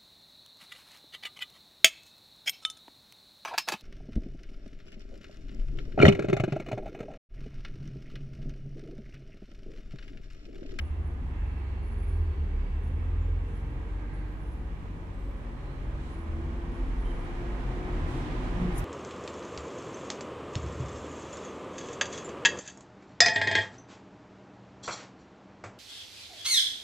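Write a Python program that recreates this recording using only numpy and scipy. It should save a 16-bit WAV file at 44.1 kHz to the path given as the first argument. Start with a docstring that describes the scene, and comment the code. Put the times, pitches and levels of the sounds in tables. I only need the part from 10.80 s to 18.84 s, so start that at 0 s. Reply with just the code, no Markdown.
"""Washing machine gathering spin

A top-loader speeds up, heard from just above its closed glass lid. Drive and cabinet drone in low,
gliding tones that beat against each other, the uneven load thumps, and a faint motor whine climbs.
Air rushes ever louder round the basket, panels ring, the rim scrapes lightly and the drive squeaks
thinly now and then. At the end a hand moves with a rustle and a rumble, then bumps and brushes the lid."""
import sys
import numpy as np
from scipy import signal
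from scipy.fft import rfft, irfft
from scipy.io import wavfile

SR = 44100
rng = np.random.default_rng(int(sys.argv[2]) if len(sys.argv) > 2 else 0)


def pcm_store(signal):
    """Save signal as 16-bit PCM."""
    levels = np.round(np.clip(np.atleast_2d(signal), -1, 1) * 32767)
    wavfile.write(sys.argv[1], SR, levels.astype(np.int16).T)


N = 354696
TIME = np.arange(N) / SR
FREQS = np.maximum(np.arange(N // 2 + 1) * SR / N, 1)


def from_db(db):
    """Turn decibels into a number to multiply by."""
    return 10 ** (np.asarray(db) / 20)


def rms_one(x):
    """Scale a signal so its average strength (rms) is 1."""
    return x / np.sqrt(np.mean(x ** 2) + 1e-20)


def in_time(rows):
    """Join a table's points with lines: one curve for each column after the time."""
    times, *columns = np.transpose(rows)
    return [np.interp(TIME, times, column) for column in columns]


def over_freqs(rows):
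    """Join a table's points across all frequencies, giving each octave equal space."""
    hz, values = np.transpose(rows)
    return np.interp(np.log(FREQS), np.log(hz), values)


def panned(lean_db):
    """Left and right gains; a positive lean makes the left louder."""
    return from_db(np.array([[.5], [-.5]]) * lean_db)


def drift(rate):
    """A smooth random wobble of size about 1, changing about rate times a second."""
    return rms_one(irfft(rfft(rng.standard_normal(N)) / (1 + (FREQS / rate) ** 2) ** 2, N))


def tone(hz):
    """A pure note of strength 1 that follows a moving pitch."""
    return np.sqrt(2) * np.sin(2 * np.pi * (np.cumsum(hz) / SR + rng.random()))


def resonance(centre_hz, width_hz):
    """A hump of height 1 round a frequency at which something likes to ring."""
    return 1 / (1 + (2 * (FREQS - centre_hz) / width_hz) ** 2)


def swell(start, length):
    """The samples a passing sound covers, and its rounded rise and fall."""
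    on = (TIME >= start) & (TIME < start + length)
    return on, np.sin(np.pi * (TIME[on] - start) / length)


def ringing(rows):
    """For each row, a band of noise that swells and dies away."""
    out = np.zeros(N)
    hz_axis = np.arange(2 * SR + 1) / 4  # the frequencies in 4 s of noise
    for start, length, hz, width, level_db in rows:
        on, envelope = swell(start, length)
        band = 1 / (1 + ((hz_axis - hz) / width * 2) ** 4) ** .5
        noise = irfft(rfft(rng.standard_normal(4 * SR)) * band)
        out[on] += from_db(level_db) * envelope * rms_one(np.resize(noise, len(envelope)))
    return out


def room(x, fade_s, echo_db):
    """Add the room's echo, different at each ear, which falls 60 dB in fade_s."""
    tail = rng.standard_normal((2, SR)) * from_db(-60 * TIME[:SR] / fade_s)
    tail /= np.sqrt(np.sum(tail ** 2, axis=1, keepdims=True))
    return x + from_db(echo_db) * signal.fftconvolve(x, tail, axes=1)[:, :N]


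def standing_waves(ripple_db=1.31, spacing_hz=21.8):
    """Many weak resonances of tub and room lift some frequencies a little and lower others, in dB."""
    grid = np.arange(0, SR / 2, 1.0)
    hump = np.exp(-(np.arange(-200, 201) * 2 / spacing_hz) ** 2)
    ripple = signal.fftconvolve(rng.standard_normal(len(grid)), hump, "same")
    return ripple_db * np.interp(FREQS, grid, rms_one(ripple))


# How alike the air sounds at both ears (1 = the same, 0 = unrelated): f/Hz, likeness
EAR_LIKENESS = [(60, .97), (250, .94), (370, .85), (480, .62), (640, .14), (750, .35), (950, .42),
                (1130, .05), (1400, -.28), (2000, .05), (9000, 0)]
# The air's mix of bass and treble at low speed: f/Hz, relative level/dB
AIR_COLOUR = [(18, 0), (28, 6.5), (60, 4), (105, 0.5), (200, -3.5), (350, -8), (420, -11.5), (600, -17),
              (950, -15), (1400, -20), (2200, -25), (3300, -32), (5000, -42), (9000, -47), (15500, -59.5)]
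# Where tub and cabinet ring: f/Hz, width/Hz, boost/dB
TUB_RESONANCES = [(140, 32, 3), (226, 4.6, -0.5), (266.4, 11, 5), (344, 23, 3.5), (477, 21, 4),
                  (555, 21, 2.5), (716, 30, 1.5), (800, 36, 0.5), (1040, 29, 0), (1200, 150, 0),
                  (1680, 120, 1.5), (1960, 76, 1.5), (2300, 110, 1.5)]
# Which side the air is louder on: f/Hz, left minus right/dB
AIR_LEAN = [(60, 7.5), (250, -0.6), (500, 2), (700, -2), (880, 0), (1030, -3), (1200, -1.5), (1600, -2),
            (1900, -6), (2700, -4), (4800, -1.5), (6800, -5.5), (9000, 1.3), (15000, 1)]
# How the rush of air grows: t/s, relative level/dB
AIR_GROWTH = [(0.1, -56), (0.69, -55.5), (4.31, -54.5), (5.88, -51.5), (7.66, -46), (7.9, -46)]
# How strongly each range follows that growth, the bass least: f/Hz, share
GROWTH_SHARES = [(55, 0.3), (130, 0.65), (300, 0.96), (750, 1.14), (2200, 1.19), (6000, 1.37), (13000, .7)]


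def airflow(slow_db=-41.5, slow_until_s=3.2, swirl_db=.5):
    """Air swirls round the basket, coloured by the tub: focused in the bass, spread out in the treble."""
    shared, opposite = rfft(rng.standard_normal((2, N)))
    alike = over_freqs(EAR_LIKENESS)
    spectrum = np.sqrt(1 + alike) * shared + np.sqrt(1 - alike) * opposite * [[1], [-1]]
    tub_db = sum(db * resonance(hz, width) for hz, width, db in TUB_RESONANCES)
    colour_db = over_freqs(AIR_COLOUR) + tub_db + standing_waves() * (FREQS > 150)
    spectrum *= from_db(colour_db) * panned(over_freqs(AIR_LEAN))
    spectrum *= from_db(slow_db) / np.std(irfft(spectrum, N))
    flow_db, = in_time(AIR_GROWTH)
    growth_db = flow_db - np.mean(flow_db[TIME < slow_until_s])
    centres, shares = np.transpose(GROWTH_SHARES)
    out = 0
    for this_band, share in zip(np.eye(len(centres)), shares):
        band = np.interp(np.log(FREQS), np.log(centres), this_band)  # fades into its neighbours
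        out += irfft(spectrum * band, N) * from_db(share * growth_db + swirl_db * drift(10))
    return out


# How loudly the rim scrapes, until speed steadies the basket: t/s, level/dB
SCRAPE_LEVEL = [(0, -65.5), (.47, -70), (.56, -59), (.85, -58.5), (1.1, -61.5), (1.45, -62), (1.9, -60.5),
                (2.5, -64), (2.9, -63), (3.5, -68), (3.9, -90)]
# Where the rim rings: f/Hz, width before widening/Hz, relative level/dB
RIM_RESONANCES = [(1635, 100, 0), (1930, 260, -4), (2240, 110, -.5), (2670, 125, -1), (3230, 450, -12.5)]


def rim_scrape(wander_db=1.5, widening=1.5):
    """Rubbing sets the basket's rim ringing; its notes take turns as the contact moves."""
    level_db, = in_time(SCRAPE_LEVEL)
    friction = rfft(rng.standard_normal((2, N)))
    out = 0
    for hz, width, db in RIM_RESONANCES:
        ring = irfft(friction * resonance(hz, width * widening), N)
        out += ring * from_db(db + wander_db * drift(4))
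    return from_db(level_db) * rms_one(out) * panned(lean_db=-3.5)


# Soft rubs and swishes, with a brief rustle as the hand moves: t/s, length/s, f/Hz, width/Hz, level/dB
RUBS_AND_RUSTLE = [(0, 0.22, 2710, 110, -69), (.45, .5, 2620, 180, -66.5), (.6, .6, 4250, 480, -75),
                   (.7, 1.25, 4450, 550, -77.5), (1.4, .35, 4330, 160, -79), (1.62, .42, 4740, 300, -77.5),
                   (2.6, 0.25, 8450, 4030, -76.5), (2.95, 0.85, 1607, 110, -62),
                   (3.15, 0.42, 2000, 450, -61.5), (3.15, 0.49, 4200, 700, -76),
                   (4.7, 0.38, 4162, 400, -73), (5.15, 0.24, 7000, 3475, -71.5),
                   (5.12, 0.3, 3600, 1400, -67.5), (5.9, 1.4, 1783, 900, -57), (7.1, 0.71, 2592, 2600, -57),
                   (7.24, 0.23, 6900, 5070, -64)]


def rubs_and_rustle():
    """Soft, high rubs come and go, and the moving hand rustles; each ear hears its own swish."""
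    return np.array([ringing(RUBS_AND_RUSTLE), ringing(RUBS_AND_RUSTLE)]) * panned(lean_db=-4.0)


# Passing notes of the panels, and a low handling rumble near the end:
# t/s, length/s, f/Hz, width/Hz, level/dB
PANELS_AND_RUMBLE = [(.25, 0.4, 222, 10, -55), (0, 1.2, 164, 10, -52), (0, .6, 126, 16, -50),
                     (.98, 0.3, 404, 6, -53), (.85, 0.5, 225, 14, -53.5), (1.15, .6, 382, 7.5, -56),
                     (1.45, .45, 202.9, 5.3, -52.5), (1.85, 0.55, 130.4, 3, -48),
                     (2.65, .5, 130, 2.8, -48.5), (0.3, 4.4, 460, 70, -59.5), (.45, 2.6, 385, 70, -56),
                     (2.55, 0.45, 467, 16, -60), (3.7, 0.74, 168.4, 17, -51), (4.1, 1.14, 534, 14.2, -61.5),
                     (4.4, 0.41, 235.3, 2.4, -50), (4.75, 0.6, 129.6, 3.8, -45.5),
                     (5.35, 0.61, 231, 5, -48), (5.45, 0.44, 142, 7.3, -46), (5.55, 0.96, 257.4, 2.8, -46),
                     (5.0, 4.0, 500, 50, -57), (6.1, 4.9, 155.6, 19, -44.5), (6.8, 1.33, 302, 17, -46),
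                     (6.0, 1.9, 223, 71, -47.5), (1.0, 1.17, 291, 42, -55.5), (3.0, 0.96, 150, 23, -51),
                     (3.9, 2.2, 582, 70, -61), (6.0, 3.6, 700, 220, -53), (2.4, 1.7, 850, 120, -64),
                     (0, 1.53, 863, 120, -63.5), (0, .9, 265, 50, -55), (7.0, 0.67, 83.5, 20, -42.5),
                     (7.1, 0.8, 257.2, 6.15, -45.5), (7.6, 0.81, 110, 40.6, -41), (7.65, 0.6, 491, 11, -53),
                     (6.7, .36, 129, 4, -44.5), (6.88, .26, 301, 8, -45), (7.27, .25, 128, 6, -39.5),
                     (7.45, .75, 154, 4, -43), (7.6, .7, 102.3, 4, -42)]


def panels_and_rumble():
    """Panels ring as the speed rises, and handling adds a late rumble; both ears hear the same."""
    return ringing(PANELS_AND_RUMBLE)


# Squeaks in the drive: t/s, length/s, f/Hz, waver/Hz, relative level/dB, left minus right/dB
DRIVE_SQUEAKS = [(0, 0.078, 10350, 25, -71.5, 0), (0.226, 0.066, 10320, 16, -78, 20),
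                 (.47, .06, 8230, 20, -81, 0), (0.623, 0.19, 10700, 19, -85, 8),
                 (.62, .23, 12606, 17, -96, -4), (1.019, 0.18, 10280, 11, -75, 15),
                 (1.099, 0.079, 9390, 26, -82, 0), (1.178, 0.16, 10370, 11, -69, 13),
                 (1.19, .1, 8200, 25, -83, -3), (1.322, 0.053, 10560, 90, -69, 4),
                 (1.36, .1, 12550, 45, -82, 3.5), (1.454, .13, 12800, 29.6, -89, 1),
                 (1.85, 0.15, 8220, 25, -85, 0), (1.95, .25, 12620, 40, -90, 3),
                 (2.023, 0.081, 10350, 8.1, -77.5, 22), (2.382, 0.065, 6960, 60, -78, -12),
                 (2.737, 0.065, 10500, 100, -81, 26), (2.74, .08, 12550, 40, -87, 5),
                 (2.83, 0.11, 12900, 30, -89, 5), (3.324, 0.078, 9500, 5.8, -76, 8),
                 (3.43, .12, 11450, 30, -86, 5), (3.47, 0.11, 8180, 50, -85, 0),
                 (3.49, .1, 10530, 15, -86, 8), (3.477, .12, 12370, 34, -82.5, 8),
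                 (3.582, 0.16, 10330, 108, -77, 10), (3.62, .09, 13080, 55, -85, 5),
                 (3.68, 0.079, 10050, 86, -75, 2), (3.72, .06, 11480, 40, -81, 5),
                 (3.85, .35, 12630, 55, -89, 0), (4.326, 0.16, 8080, 96, -78, 8),
                 (4.357, 0.11, 11830, 34, -87, 18), (4.45, 0.082, 12120, 45, -81.5, 4),
                 (4.523, .23, 8789, 50, -83, 0), (5.287, 0.16, 9990, 25, -73.5, 11),
                 (5.32, .14, 8140, 19.3, -83, 0), (5.903, 0.11, 10330, 11.1, -76.5, 14),
                 (6.182, 0.1, 9648, 15.4, -76, 4), (6.185, .29, 10330, 10.6, -73, 1.5),
                 (6.24, .09, 3085, 75, -59, -3), (6.35, 0.12, 8203, 42, -80, -1)]


def squeaks(gain_db=-5.5, flutter_hz=19.0, flutter_db=2.5, edge_s=0.017, rasp_hz=36.0):
    """Brief rubbing in the drive sings very high, fluttering as the parts turn."""
    waver, rasp = drift(120), rasp_hz * drift(500)
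    out = np.zeros((2, N))
    for start, length, hz, waver_hz, level_db, lean_db in DRIVE_SQUEAKS:
        on = (TIME >= start) & (TIME < start + length)
        fade = np.clip(np.minimum(TIME[on] - start, start + length - TIME[on]) / edge_s, 0, 1)
        note = tone(hz + waver_hz * waver[on] + rasp[on])
        out[:, on] += from_db(level_db + gain_db) * fade * note * panned(lean_db)
    flutter = from_db(flutter_db * tone(flutter_hz + drift(3)))
    return room(out * flutter, fade_s=0.6, echo_db=0.5)


# The motor's climbing note: t/s, f/Hz, relative level/dB
MOTOR_NOTE = [(1.8, 246, -78), (2.08, 258, -52), (2.35, 274, -59), (2.7, 292, -56.5), (3.35, 307, -54),
              (3.9, 314, -59), (4.4, 319.7, -67), (5.27, 327, -63), (5.38, 330, -49), (5.65, 335, -46),
              (5.85, 341, -50), (6.25, 346, -50), (6.5, 350, -49), (6.62, 354, -45), (6.85, 354, -47.5),
              (7.12, 360, -43.5), (7.22, 355, -53), (7.37, 357, -45.5), (7.47, 357, -54), (7.6, 359, -45),
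              (7.7, 356, -51), (7.85, 359, -40.5), (8.04, 357, -51)]


def motor_whine(gain_db=0.5, waver_db=1.6, waver_hz=3.6, breakup=.38, octave_db=-15.0):
    """A thin note and its faint octave climb with speed, wavering and breaking up as the load shifts."""
    hz, level_db = in_time(MOTOR_NOTE)
    wavering_hz = hz + waver_hz * drift(20.2)
    note = tone(wavering_hz) + breakup * drift(22) * tone(hz)
    note += from_db(octave_db) * tone(2 * wavering_hz)
    return from_db(level_db + gain_db + waver_db * drift(20)) * rms_one(note)


# The hand's bump on the lid: t/s, length/s, f/Hz, thud width/Hz, note level/dB, thud level/dB
LID_BUMPS = [(7.76, 0.18, 178.5, 110.4, -30, -37.5)]


def hand_bump():
    """A soft press makes the lid boom: a note inside a dull thud."""
    out = np.zeros(N)
    for start, length, hz, width, note_db, thud_db in LID_BUMPS:
        on, envelope = swell(start, length)
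        out[on] += from_db(note_db) * envelope * tone(np.full(len(envelope), hz))
        out += ringing([(start, length, hz, width, thud_db)])
    return out


# The hand's slide over the lid: t/s, squeal f/Hz, relative squeal level/dB, relative scuff level/dB
LID_SLIDE = [(7.92, 9400, -95, -85), (7.945, 9450, -70, -70), (7.96, 9550, -60, -62),
             (7.974, 9500, -58, -55), (7.982, 10450, -42, -51), (7.987, 11100, -54, -48.5),
             (7.994, 12000, -62, -50), (8.0, 12900, -56, -53), (8.004, 13000, -70, -60),
             (8.01, 13100, -60, -62), (8.016, 13100, -95, -95)]
# The bright hiss of skin scuffing glass: f/Hz, relative level/dB
SCUFF_COLOUR = [(3000, -19), (6500, -1), (10000, -2), (13000, -6), (16000, -13)]


def hand_slide(squeal_gain_db=-6.0, scuff_gain_db=-0.5, waver_hz=420, rough_db=2.5):
    """Skin slides off the glass with a scuff and a short, broken, rising squeal."""
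    hz, squeal_db, scuff_db = in_time(LID_SLIDE)
    squeal_gain = from_db(squeal_db + squeal_gain_db + rough_db * drift(496))
    squeal = squeal_gain * tone(hz + waver_hz * drift(830)) * panned(lean_db=21.0)
    hiss = irfft(rfft(rng.standard_normal((2, N))) * from_db(over_freqs(SCUFF_COLOUR)), N)
    scuff = from_db(scuff_db + scuff_gain_db) * rms_one(hiss) * panned(lean_db=2.5)
    started = TIME > LID_SLIDE[0][0]
    return room(started * (squeal + scuff), fade_s=0.42, echo_db=-15.5)


# Soft knocks of the uneven load: t/s, peak level/dB
LOAD_THUMPS = [(.1, -33), (.42, -30), (.595, -25), (.73, -33), (1.62, -31), (4.44, -35), (7.075, -31)]


def load_thumps(swing_hz=46, rise_s=.016):
    """The uneven load knocks the tub against its springs, and it swings a few times."""
    out = np.zeros(N)
    for start, peak_db in LOAD_THUMPS:
        age = np.maximum(TIME - start, 0)
        envelope = age / rise_s * np.exp(1 - age / rise_s)
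        out += from_db(peak_db) * envelope * np.sin(2 * np.pi * swing_hz * age)
    return out


# The surges of the sinking drone: t/s, level/dB
SINKING_LEVEL = [(0, -35.5), (.3, -36), (.7, -33.5), (1.5, -36.5), (2.55, -38.5), (2.8, -41), (3.0, -40),
                 (3.35, -47.5), (3.8, -38.5), (4.15, -51), (4.5, -42.5), (4.75, -49), (5.15, -37),
                 (5.5, -47), (5.8, -36.5), (6.5, -62), (6.7, -90)]


def sinking_drone(top_hz=67.9, top_s=1.3, sag_hz_per_s2=0.68, wobble_hz=0.26):
    """A low note nearly holds its pitch, then sinks ever faster and fades in surges."""
    hz = top_hz - sag_hz_per_s2 * (TIME - top_s) ** 2
    level_db, = in_time(SINKING_LEVEL)
    return from_db(level_db) * tone(hz + wobble_hz * drift(4.8))


# The deep note near full speed: t/s, f/Hz, level/dB
LATE_NOTE = [(5.75, 41.03, -81.5), (5.88, 42.47, -36), (6.2, 50.4, -30), (6.45, 54.95, -48),
             (6.72, 50.8, -32.5), (6.96, 44.8, -34.5), (7.15, 38.47, -34.5), (7.47, 33, -43),
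             (7.75, 30.35, -36.5), (8.04, 34.2, -34.5)]


def late_drone():
    """A deep, gliding note takes over as the spin nears full speed."""
    hz, level_db = in_time(LATE_NOTE)
    return from_db(level_db) * tone(hz)


# The drive's main note: t/s, f/Hz, level/dB, octave level/dB
DRIVE_NOTE = [(0.0, 39, -36.5, -40), (.15, 39.8, -47, -33.5), (.4, 41.42, -38, -43.5),
              (.6, 43.17, -34, -38), (.8, 46.58, -43, -45), (1.0, 44.95, -34.5, -42),
              (1.25, 42.6, -32, -38), (1.42, 40.57, -30, -25), (1.55, 38.8, -41, -37),
              (1.66, 37.5, -34, -30), (1.77, 36, -30, -45), (1.9, 36.5, -31.5, -38),
              (2.0, 38.44, -32.5, -32.5), (2.18, 41.3, -34, -31), (2.55, 42.57, -29.5, -33),
              (2.72, 42.8, -35, -39.5), (2.96, 45.9, -35.5, -43.5), (3.55, 47.63, -36, -49),
              (4.22, 46.3, -42.5, -46), (4.55, 44.5, -37.5, -50), (4.8, 42.45, -42.5, -51),
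              (5.12, 41.14, -37, -41), (5.32, 39.2, -45, -45), (5.5, 38.54, -38, -33.5),
              (5.8, 37.35, -44, -43), (6.0, 36.8, -34.5, -45), (6.3, 35.8, -32, -55),
              (6.75, 32.96, -40.5, -60), (7.0, 35.1, -40, -53), (7.25, 39, -43, -33.5),
              (7.42, 42.1, -36.5, -50), (7.7, 48.5, -32.5, -49), (8.04, 50.5, -34.5, -53)]


def drive_drone(wobble_hz=0.16):
    """The drive hums a gliding note; the octave above booms when the cabinet rings along."""
    hz, level_db, octave_db = in_time(DRIVE_NOTE)
    hz += wobble_hz * drift(3)
    return from_db(level_db) * tone(hz) + from_db(octave_db) * tone(2 * hz)


def drones(waver_db=1.0):
    """The low notes of drive and cabinet together; the changing gaps in pitch make them throb."""
    notes = drive_drone() + sinking_drone() + late_drone()
    return notes * from_db(waver_db * drift(10)) * panned(lean_db=-1.0)


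def scene():
    """The spinning machine and the hand on its lid."""
    out = drones() + load_thumps() + motor_whine() + airflow()
    out += rubs_and_rustle() + panels_and_rumble() + rim_scrape() + squeaks()
    return out + hand_bump() + hand_slide()


def record(dry, cutoff_hz=15700, ease_in_s=.003):
    """Ease the sound in without a click and cut away the very highest treble."""
    ease_in = np.clip(TIME / ease_in_s, 0, 1)
    low_pass = signal.ellip(10, .05, 70, cutoff_hz, fs=SR, output="sos")
    return signal.sosfiltfilt(low_pass, dry * ease_in)


dry = scene()
out = record(dry)
pcm_store(out)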